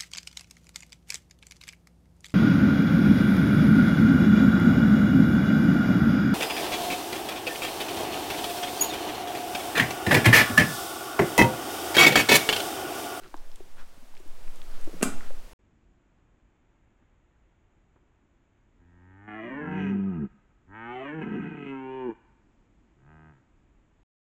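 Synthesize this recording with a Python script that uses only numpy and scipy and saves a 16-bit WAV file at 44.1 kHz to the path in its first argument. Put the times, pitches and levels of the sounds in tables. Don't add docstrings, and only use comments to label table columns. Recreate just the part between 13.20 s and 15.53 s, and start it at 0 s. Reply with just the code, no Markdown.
import sys
import numpy as np
from scipy import signal
from scipy.fft import rfft, irfft
from scipy.io import wavfile

SR = 44100
rng = np.random.default_rng(int(sys.argv[2]) if len(sys.argv) > 2 else 0)


def int16_out(signal):
    q = np.round(np.clip(np.atleast_2d(signal).T, -1, 1) * 32767)
    wavfile.write(sys.argv[1], SR, q.astype(np.int16))


N = 102885

# start_s, thump_db, spray_db
CARROT_CRACKS = [(1.8103, -23.5, -45), (1.8136, -18, -47), (1.8242, -13, -13), (1.8277, -18.5, -1.5),
                 (1.83, -9, -5), (1.8289, 1.5, -5.5), (1.8357, -27, -5.5)]
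# pitch_hz, level_db, t60_s
MOUTH_MODES = [(247.6, -10.5, 0.022), (403, -9.5, 0.017), (602, -22, 0.019), (1376, -17, 0.018),
               (1700, -28, 0.0053), (1980, -23, 0.01), (2325, -23.5, 0.018), (2700, -33.5, 0.042)]
# frequency_hz, density_db
SPRAY_SPECTRUM = [(150, 0.5), (500, -29), (950, -5.5), (1350, 5.5), (1650, 3), (2600, -4.5), (3400, -11.5),
                  (5700, -8.5), (6550, -0.5), (7800, 1), (10000, -2.5), (13000, -13), (16000, -20.5)]
# start_s, pitch_hz, level_db, t60_s
LIP_POPS = [(.020, 380, -40, 0.017), (.046, 382, -42.5, 0.054), (.070, 360, -43, 0.028),
            (.1422, 930, -21, 0.0063), (.1424, 1580, -39, 0.011), (.1440, 314, -31.5, .025),
            (.4036, 660, -38.5, 0.0096), (.4042, 380, -33, 0.031), (.778, 230, -40.5, 0.017),
            (.826, 252, -46.5, 0.062), (1.000, 368, -41, 0.041), (1.056, 312, -44, 0.057),
            (1.276, 205, -47, 0.043), (1.6735, 324, -26.5, 0.033), (1.6738, 574, -32.5, 0.019),
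            (1.693, 429, -34, 0.019), (1.731, 412, -35.5, 0.017), (1.7392, 308, -27.5, 0.017),
            (1.74, 179, -37.5, 0.12), (1.763, 516, -42, 0.03), (2.1055, 550, -32, 0.021)]
# start_s, centre_hz, level_db
LIP_TICKS = [(.035, 2940, -31.5), (.043, 1420, -29), (.061, 1460, -33), (.079, 4000, -36.5),
             (0.167, 6170, -36), (.175, 4340, -35), (0.316, 4040, -33), (0.358, 7500, -29.5),
             (0.358, 2970, -34), (0.4037, 2500, -44), (.938, 910, -33), (.952, 3170, -34.5),
             (.968, 2440, -30), (.976, 3730, -34), (1.000, 7400, -38), (1.078, 8000, -38.5),
             (1.278, 1500, -30), (1.358, 7640, -33.5), (1.417, 2690, -25.5), (1.612, 7260, -34),
             (1.645, 7500, -33.5), (2.0075, 1290, -20), (2.071, 2500, -35), (2.105, 1270, -30.5)]
# middle_s, half_length_s, level_db
MUZZLE_BRUSHES = [(0.051, 0.027, -53.5), (0.599, 0.031, -51), (1.563, 0.064, -56), (2.044, 0.056, -52.5)]
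# frequency_hz, density_db
BRUSH_SPECTRUM = [(200, 0), (800, -6.5), (1400, 3.5), (2200, -8), (3200, -9), (7000, -21.5), (16000, -31)]
# centre_hz, level_db, t60_s, build_up_s
TAIL_BANDS = [(100, -12, 0.34, 0.075), (255, -11.5, 0.56, 0.027), (483, -14.5, 1, 0.0067),
              (940, -2.5, 0.54, 0.0043), (1470, -7.5, 0.43, 0.019), (2450, -10.5, 0.58, 0.021),
              (4630, -0.5, 0.53, 0.0024), (7360, -3, 0.45, 0.0042), (10800, -4, 0.32, 0.0036),
              (16000, -5, 0.23, 0.0083)]
# pitch_hz, level_db, t60_s
STANDING_WAVES = [(204.4, -65.5, 0.294), (274.4, -57.5, 0.31), (372, -57.5, 0.14), (592, -60.5, 0.25),
                  (700, -60, 0.39), (836, -61.5, 1), (1220, -68, 0.31), (1373, -65, 0.27),
                  (1437, -58, 0.29), (2354, -63, .28), (6610, -57, 0.25), (7774, -52, .25)]
# frequency_hz, density_db
HISS_SPECTRUM = [(40, 6.5), (80, -1), (150, -1.5), (350, -3), (600, -2), (1400, -8), (3500, -13),
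                 (8400, -17), (12000, -21), (16000, -22)]
# time_s, level_db
HISS_LEVELS = [(0, -56.5), (.35, -57), (.95, -58), (1.25, -54), (1.55, -52.5), (1.8, -50), (2.05, -52.5),
               (2.33, -54.5)]
# frequency_hz, density_db
BUFFET_SPECTRUM = [(1, -7), (4, 5), (12, -4.5), (20, -20), (35, -26.5), (60, -48), (120, -116), (400, -100)]
# time_s, level_db
BUFFET_LEVELS = [(0, -42.5), (.1, -32), (1.05, -36), (1.3, -25), (2.1, -25), (2.33, -23)]


def carrot(cells_per_s=12000, scatter_db=6.5, burst_s=0.00071, tear_s=0.0072, tear_db=-11.5):
    t, spray_tone, out = clock(), colour(SPRAY_SPECTRUM), 0
    mouth = butter(ring(MOUTH_MODES), 4, 210, "high")
    burst = np.exp(-t / burst_s) + undb(tear_db) * np.exp(-t / tear_s)
    for start_s, thump_db, spray_db in CARROT_CRACKS:
        cells = (rng.random(N) < cells_per_s / SR) * rng.choice([-1, 1], N)
        strength = undb(scatter_db * rng.standard_normal(N))
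        spray = unit(through(cells * strength * burst, spray_tone))
        out += delay(undb(thump_db) * mouth + undb(spray_db + 0.5) * spray, start_s)
    return out


def lips(pitch_sag=0.02, rise_share=0.14, click_db=-19, wet_s=0.0017, half_band_octaves=0.43):
    t, out = clock(), 0
    wet_decay = np.exp(-t / wet_s)
    for start_s, hz, db, t60 in LIP_POPS:
        pitch = hz * (1 + pitch_sag * (fade(t60) - .5))
        rise = 1 - np.exp(-t / (rise_share * t60))
        hollow = 2 * np.sin(2 * np.pi * np.cumsum(pitch) / SR) * rise * fade(t60)
        click = undb(click_db) * butter(rng.standard_normal(N) * wet_decay, 2, 4 * hz)
        out += delay(undb(db) * (hollow + click), start_s)
    for start_s, hz, db in LIP_TICKS:
        edges_hz = hz * 2 ** (np.array([-1, 1]) * half_band_octaves)
        film = butter(rng.standard_normal(N) * wet_decay, 2, edges_hz, "band")
        out += delay(undb(db) * unit(film), start_s)
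    return out


def muzzle():
    swells = sum(undb(db) * np.exp(-((clock() - s) / half) ** 2) for s, half, db in MUZZLE_BRUSHES)
    return noise(BRUSH_SPECTRUM) * swells


def stable(x, early_db=1.5, early_s=0.051, wall_s=0.027, wall_db=-18.5, wall_hz=447):
    t, tail, centres_hz = clock(), 0, np.array(TAIL_BANDS)[:, 0]
    scatter = rfft(rng.standard_normal(2 * N))
    early = 1 + undb(early_db) * np.exp(-t / early_s)
    for share, (_, db, t60, build_s) in zip(np.eye(len(centres_hz)), TAIL_BANDS):
        band = irfft(scatter * on_axis(centres_hz, share))[:N]
        build_up = 1 - np.exp(-(t / build_s) ** 2)
        tail += undb(db) * band * unit(build_up * early * fade(t60))
    echo = undb(wall_db) * butter(x, 1, wall_hz)
    standing = through(x, ring(STANDING_WAVES))
    return through(x, tail) + delay(echo + standing, wall_s)


def air():
    hiss = noise(HISS_SPECTRUM) * undb(np.interp(clock(), *np.array(HISS_LEVELS).T))
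    buffet = noise(BUFFET_SPECTRUM) * undb(np.interp(clock(), *np.array(BUFFET_LEVELS).T))
    return hiss + buffet


def undb(db):
    return 10 ** (np.asarray(db) / 20)


def clock():
    return np.arange(N) / SR


def fade(t60):
    return np.exp(-np.log(1000) * clock() / t60)


def delay(x, s):
    return np.concatenate([np.zeros(round(s * SR)), x])[:N]


def butter(x, order, hz, kind="low"):
    return signal.sosfilt(signal.butter(order, hz, kind, fs=SR, output="sos"), x)


def through(x, response):
    return signal.fftconvolve(x, response)[:N]


def unit(x):
    return x / np.sqrt(np.sum(x ** 2) + 1e-18)


def on_axis(hz, values):
    return np.interp(np.log(np.arange(N + 1) * SR / (2 * N) + 0.0013), np.log(hz), values)


def colour(spectrum):
    cepstrum = irfft(np.log(undb(on_axis(*np.array(spectrum).T))))
    cepstrum[1:N] *= 2
    cepstrum[N:] = 0
    return unit(irfft(np.exp(rfft(cepstrum)))[:N])


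def noise(spectrum):
    gains = undb(on_axis(*np.array(spectrum).T))
    x = irfft(rfft(rng.standard_normal(2 * N)) * gains)[:N]
    return x / np.std(x)


def ring(modes):
    return sum(undb(db) * fade(t60) * np.sin(2 * np.pi * hz * clock()) for hz, db, t60 in modes)


def scene(nibble_to_room_db=-9):
    snap_to_mic, snap_to_walls = carrot(), carrot()
    nibble = lips() + muzzle()
    room = stable(snap_to_walls + undb(nibble_to_room_db) * nibble)
    return (snap_to_mic + nibble + room + air())[None]


def record(dry, top_hz=15900):
    return signal.sosfilt(signal.ellip(10, .1, 80, top_hz, fs=SR, output="sos"), dry)


dry = scene()
out = record(dry)
int16_out(out)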